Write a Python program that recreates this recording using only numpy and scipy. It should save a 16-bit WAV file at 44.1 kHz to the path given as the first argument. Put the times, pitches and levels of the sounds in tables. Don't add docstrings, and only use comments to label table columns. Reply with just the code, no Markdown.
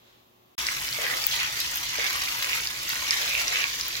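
import sys
import numpy as np
from scipy import signal
from scipy.fft import rfft, irfft, next_fast_len
from scipy.io import wavfile
from scipy.ndimage import map_coordinates

SR = 44100
rng = np.random.default_rng(int(sys.argv[2]) if len(sys.argv) > 2 else 0)


def store_pcm(level_fs):
    pcm = np.round(np.clip(level_fs, -1, 1) * 32767).astype(np.int16)
    wavfile.write(sys.argv[1], SR, np.atleast_2d(pcm).T)


N = 176400
LEAD_S = 0.0002205

# f/Hz, correlation
WORKSHOP_ALIKE = [(100, 0.89), (400, 0.0082), (900, -0.53), (4000, -0.0082)]


def amp(db):
    return 10 ** (np.asarray(db) / 20)


def along(points, hz):
    f, v = np.transpose(points)
    return np.interp(np.log(hz + 1), np.log(f + 1), v)


def curve(rows):
    return np.interp(np.arange(N) / SR, *np.transpose(rows))


def band(hz, low_hz, high_hz):
    return 1 / np.sqrt((1 + (hz / high_hz) ** 10) * (1 + (low_hz / (hz + 1)) ** 10))


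def low_cut(x, hz, order):
    return signal.sosfilt(signal.butter(order, hz, "high", fs=SR, output="sos"), x)


def filtered(x, response):
    m = next_fast_len(N + SR // 2)
    return irfft(rfft(x, m) * response(np.fft.rfftfreq(m, 1 / SR)), m)[..., :N]


def unit(pair):
    return pair / np.sqrt(np.mean(pair.mean(0) ** 2) + 1e-20)


def room_tone(spectrum, alike):
    def mid_side_gains(hz):
        angle = np.arccos(np.clip(along(alike, hz), -.99, .99)) / 2
        return amp(along(spectrum, hz)) * [np.cos(angle), np.sin(angle)]
    mid, side = filtered(rng.standard_normal((2, N)), mid_side_gains)
    return unit(np.array([mid + side, mid - side]))


def workshop_air():
    # f/Hz, relative level/dB
    air_colour = [(25, -35), (50, -13), (115, -12), (260, -7.5), (420, -8.5), (1150, -9.5), (1500, -18.5),
                  (3400, -15.5), (5000, -23), (7000, -24.5), (8200, -32), (10500, -29), (12500, -20.5),
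                  (15500, -22)]
    swish_colour = [(900, -9), (2000, -10), (3450, -7), (4100, -7), (4600, -14), (7000, -18.5), (9000, -28)]
    # t/s, level/dB
    swish_level = [(0, -68), (.08, -62), (.2, -67), (.4, -88)]
    air = amp(-64) * room_tone(air_colour, WORKSHOP_ALIKE)
    return air + amp(curve(swish_level)) * room_tone(swish_colour, WORKSHOP_ALIKE)


def mains_hum(waver_hz=4.9):
    # f/Hz, relative level/dB
    partials = [(118.4, -70.5), (236.9, -76), (360.7, -72.5)]
    out, t = np.zeros(N), np.arange(N) / SR
    for hz, db in partials:
        waver = map_coordinates(rng.standard_normal(N // 20), [t * waver_hz], mode="wrap")
        out += np.sqrt(2) * amp(db - 2.5) * np.sin(2 * np.pi * hz * t + .3 * waver)
    return out


def kitchen_rumble():
    # f/Hz, relative level/dB
    colour = [(22, -21), (35, -7.5), (50, -2), (70, -3), (100, -11), (125, -2), (150, -6.5), (190, -16.5),
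              (260, -9.5), (400, -16), (900, -21)]
    # f/Hz, correlation
    alike = [(130, .97), (300, 0.91), (600, 0.3)]
    return amp(-48) * room_tone(colour, alike)


def echo(x, t60, count):
    t = np.arange(SR // 4) / SR
    t = t[t < t60]
    out = np.zeros((2, N + len(t)))
    for part in np.array_split(np.arange(N), count):
        noise = rng.standard_normal((2, SR // 4))[:, :len(t)]
        tail = noise * amp(-60 * t / t60) * (1 - np.exp(-40 * t / t60))
        tail /= np.linalg.norm(tail, axis=1, keepdims=True)
        wet = signal.fftconvolve(x[:, part], tail, axes=1)
        out[:, part[0]:part[0] + wet.shape[1]] += wet
    return out[:, :N]


def ports(hz):
    # f/Hz, left minus right level/dB
    balance = [(100, 0), (380, -8), (700, 4.5), (1300, 1), (1700, -1), (2250, -5), (3100, 1.5), (4700, -3),
               (5600, 0), (6500, 0), (7300, 11), (9000, 6.5), (10500, 4.5), (12400, 2), (13600, 3.5),
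               (15500, 7.5)]
    # f/Hz, phase/rad
    bend = [(150, 0.02), (380, 0.65), (650, 1.33), (1030, 0.29), (1380, 0.53), (1900, -0.85), (3000, 0.26),
            (3700, 0.04), (4400, -0.022), (6400, 0.58), (9000, -0.4)]
    half = np.array([[.5], [-.5]])
    return amp(half * along(balance, hz)) * np.exp(1j * half * along(bend, hz))


def tong_knocks(left_db=9):
    # t/s, relative level/dB
    hits = [(0.9866, -32.5), (1.9859, -31)]
    # f/Hz, relative level/dB, t60/s
    modes = [(476, -3.5, 0.11), (593, 3, 0.049), (760, -11, 0.013), (1550, -3, .01)]
    out = np.zeros((2, N))
    for s, db in hits:
        t = np.maximum(np.arange(N) / SR - s - np.array([[0], [LEAD_S]]), 0)
        for hz, mode_db, t60 in modes:
            out += amp(db + mode_db - 60 * t / t60) * np.sin(2 * np.pi * hz * t)
    return low_cut(out, hz=382, order=4) * amp(left_db * np.array([[.5], [-.5]]))


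def bursts(rows, gain_db, rise_s=0.00018, delay_s=0.00077):
    out, t = np.zeros((2, N + SR)), np.arange(SR // 50) / SR
    f = np.fft.rfftfreq(len(t), 1 / SR)
    for s, db, hz, lead in rows:
        t60 = .0018 + 8 / hz
        shape = (1 - np.exp(-(t / rise_s) ** 2)) * amp(-60 * t / t60)
        snap = irfft(rfft(rng.standard_normal(len(t))) * band(f, hz / 2, 2 * hz), len(t))
        ring = np.sin(2 * np.pi * hz * t) + .16 * snap / snap.std()
        burst = low_cut(amp(db + gain_db) * shape / shape.max() * ring, hz / 2, order=3)
        for port, lag in enumerate((0, lead)):
            arrival = irfft(rfft(burst) * np.exp(-2j * np.pi * f * lag), len(t))
            out[port, round((s + delay_s) * SR):][:len(t)] += arrival
    return out[:, :N]


def spits():
    # t/s, relative level/dB, f/Hz
    snaps = [(1.267, -7, 15500), (1.6023, -16, 12060), (1.756, -16, 15600), (1.771, -18.5, 13700),
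             (2.4259, -24, 12800), (2.8915, -19.5, 14440), (3.882, -20, 15200)]
    return bursts([(*row, LEAD_S) for row in snaps], gain_db=5)


def pops():
    # t/s, relative level/dB, f/Hz, lead at the left port/s
    big_bubbles = [(.6678, -14, 5050, .00022), (.6863, -14.5, 2130, 0.000114),
                   (.8881, -19.5, 5370, 0.000187), (.927, -18, 4330, 0.00021),
                   (1.1375, -20, 2120, 0.000089), (1.1752, -18, 4400, 0.00017),
                   (1.2397, -16, 4980, 0.000237), (1.3397, -20, 3270, 0.00033), (1.995, -23, 2250, 0.00012),
                   (2.4255, -19.5, 4500, 0.000237), (2.4437, -15, 2370, 0.00014),
                   (2.5305, -12.5, 2730, 0.00013), (2.6717, -14, 4900, 0.00026),
                   (2.8998, -16.5, 4250, 0.00023), (3.1075, -6.5, 5100, 0.000237),
                   (3.3503, -15, 2590, 0.00037), (3.48, -13.5, 5800, 0.00019), (3.557, -14, 2540, 0.00019),
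                   (3.6403, -12, 2580, 0.00026), (3.8101, -15, 5040, .00022), (3.9528, -18, 4230, 0.00032)]
    return bursts(big_bubbles, gain_db=3.5)


def rings(start, hz, t60, spread_db, lead_spread_s=.00013):
    strength, place = rng.random((len(start), 2)).T[:, :, None]
    k = np.arange(int(t60 * SR) + 24)
    samples = start.astype(int)[:, None] + k
    size = amp(-spread_db * np.log(np.maximum(strength, .01)))
    pair = []
    for delay in (0, LEAD_S + lead_spread_s * (2 * place - 1)):
        t = np.maximum(k / SR - delay, 0)
        ring = size * np.sin(2 * np.pi * hz[:, None] * t) * amp(-60 * t / t60)
        pair.append(np.bincount(samples.ravel(), ring.ravel(), N + SR)[:N])
    return np.array(pair)


def squelch(bubbles_per_s=3000, spread_octaves=0.0815):
    # t/s, f/Hz, level/dB
    course = [(3.11, 2000, -33), (3.14, 1948, -32), (3.25, 2070, -35.5), (3.33, 2450, -32),
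              (3.4, 2650, -31), (3.47, 2680, -45), (3.56, 2570, -33), (3.63, 2540, -30), (3.675, 2530, -52)]
    s, hz, db = np.transpose(course)
    span = s[-1] - s[0]
    when = s[0] + span * rng.random(int(bubbles_per_s * span))
    pitch = np.interp(when, s, hz) * 2 ** (spread_octaves * rng.standard_normal(len(when)))
    cloud = low_cut(rings(when * SR, pitch, t60=0.0071, spread_db=2.5), hz=1630, order=4)
    rms = np.sqrt(np.sum(cloud ** 2) / (2 * span * SR))
    return amp(curve(np.transpose([s, db]))) * cloud / rms


def swells(rings_per_s=4500, spread_octaves=.19, attack_s=0.00335, release_s=.018):
    # t/s, length/s, level/dB, f/Hz
    events = [(0.649, 0.082, -38, 4900), (0.663, 0.079, -37.5, 2000), (0.999, .175, -42, 553),
              (1.029, 0.088, -32.5, 1710), (1.309, 0.035, -31.5, 3510), (1.387, 0.061, -31, 2270),
              (1.588, 0.039, -32.5, 4440), (2.016, 0.2, -39.5, 1960), (2.517, 0.012, -35, 2340),
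              (3.153, 0.46, -47, 604)]
    out, t = np.zeros((2, N)), np.arange(N) / SR
    for s, length, db, hz in events:
        span = length + 2 * release_s
        when = s + span * rng.random(int(rings_per_s * span))
        pitch = hz * 2 ** (spread_octaves * rng.standard_normal(len(when)))
        cloud = low_cut(rings(when * SR, pitch, t60=10 / hz, spread_db=2.5), 0.81 * hz, order=3)
        rms = np.sqrt(np.sum(cloud ** 2) / (2 * span * SR))
        envelope = np.clip((t - s) / attack_s, 0, 1) * np.exp(-np.maximum(t - s - length, 0) / release_s)
        out += amp(db) * envelope * cloud / rms
    return out


def clusters(count, decay_s=0.0058):
    when, size = rng.random((count, 2)).T
    strength = np.log(np.maximum(size, .07)) ** 2
    starts = np.bincount((when * N).astype(int), strength, N)
    surges = signal.lfilter([1], [1, -np.exp(-1 / (decay_s * SR))], starts)
    return surges / surges.mean()


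def bubbles(shared, low_hz, high_hz, t60, spread_db, clustering, count, share=0.89):
    # f/Hz, relative level/dB
    colour = [(180, -40), (300, -12), (425, -13), (591, -7.5), (745, -9.5), (864, -7.5), (1650, -5.5),
              (2110, -2), (4510, -4.5), (6600, -5.5), (8600, -19.5), (12200, -13.5), (15600, -15)]
    when, pitch = rng.random((count, 2)).T
    pair = rings(when * N, low_hz + (high_hz - low_hz) * pitch, t60, spread_db)
    surges = share * shared + (1 - share) * clusters(count=500)
    pair *= np.sqrt(1 + clustering * surges)
    return unit(filtered(pair, lambda hz: amp(along(colour, hz)) * band(hz, low_hz, high_hz)))


def sizzle():
    # t/s, relative level/dB
    big = [(.6, -46), (.7, -49), (.92, -49.5), (1.05, -45.5), (1.25, -49), (1.42, -46), (1.54, -48.5),
           (1.9, -51.5), (2.0, -43.5), (2.3, -46), (2.52, -46), (2.7, -52), (2.85, -51), (3.0, -46.5),
           (3.33, -48), (3.63, -43.5), (3.7, -51), (3.96, -49)]
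    small = [(.6, -40), (.68, -43.5), (.8, -45.5), (1.0, -41.5), (1.18, -40), (1.35, -40.5), (1.53, -43),
             (1.63, -41), (1.8, -42.5), (1.92, -42.5), (1.99, -38.5), (2.2, -40.5), (2.55, -41.5),
             (2.8, -44.5), (3.0, -41), (3.17, -37.5), (3.4, -40), (3.62, -39.5), (3.7, -42), (3.96, -42)]
    finest = [(.6, -46), (.73, -48), (1.1, -44.5), (1.35, -46), (1.48, -49), (1.6, -46.5), (1.67, -47.5),
              (1.77, -46.5), (1.9, -50), (2.08, -46), (2.42, -45), (2.8, -49.5), (3.18, -44), (3.6, -48.5),
              (3.96, -49.5)]
    shared = clusters(count=650)
    burble = bubbles(shared, 313, 934, t60=0.027, spread_db=2, clustering=0.09, count=4000)
    sputter = bubbles(shared, 887, 2956, t60=0.0031, spread_db=3, clustering=0.54, count=12000)
    crackle = bubbles(shared, 2635, 7230, t60=0.0028, spread_db=3, clustering=0.53, count=18000)
    fizz = bubbles(shared, 7220, 16300, t60=0.0021, spread_db=3.5, clustering=0.7, count=30000)
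    return (burble * amp(curve(big) - 6) + sputter * amp(curve(big) + 6.5)
            + crackle * amp(curve(small) + 4.5) + fizz * amp(curve(finest) + 3.5))


def frying_pan():
    bed = sizzle() + swells() + squelch()
    accents = pops() + spits() + tong_knocks()
    wall = echo(bed + amp(-5) * accents, t60=0.018, count=60)
    pan = bed + accents + amp(-5.5) * wall
    room = filtered(echo(pan, t60=0.16, count=8), lambda hz: band(hz, low_hz=150, high_hz=11200))
    return filtered(pan + amp(-10) * room, ports)


def scene(workshop_end_s=.552, kitchen_start_s=.580, fade_s=0.00127):
    t = np.arange(N) / SR
    workshop = mains_hum() + workshop_air()
    kitchen = frying_pan() + kitchen_rumble()
    fade_out = np.clip((workshop_end_s - t) / fade_s + 1, 0, 1)
    fade_in = np.clip((t - kitchen_start_s) / fade_s + .5, 0, 1)
    return workshop * fade_out + kitchen * fade_in


def record(dry, top_hz=15900):
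    return filtered(dry, lambda hz: np.clip((top_hz - hz) / 200 + .5, 0, 1))


dry = scene()
out = record(dry)
store_pcm(out)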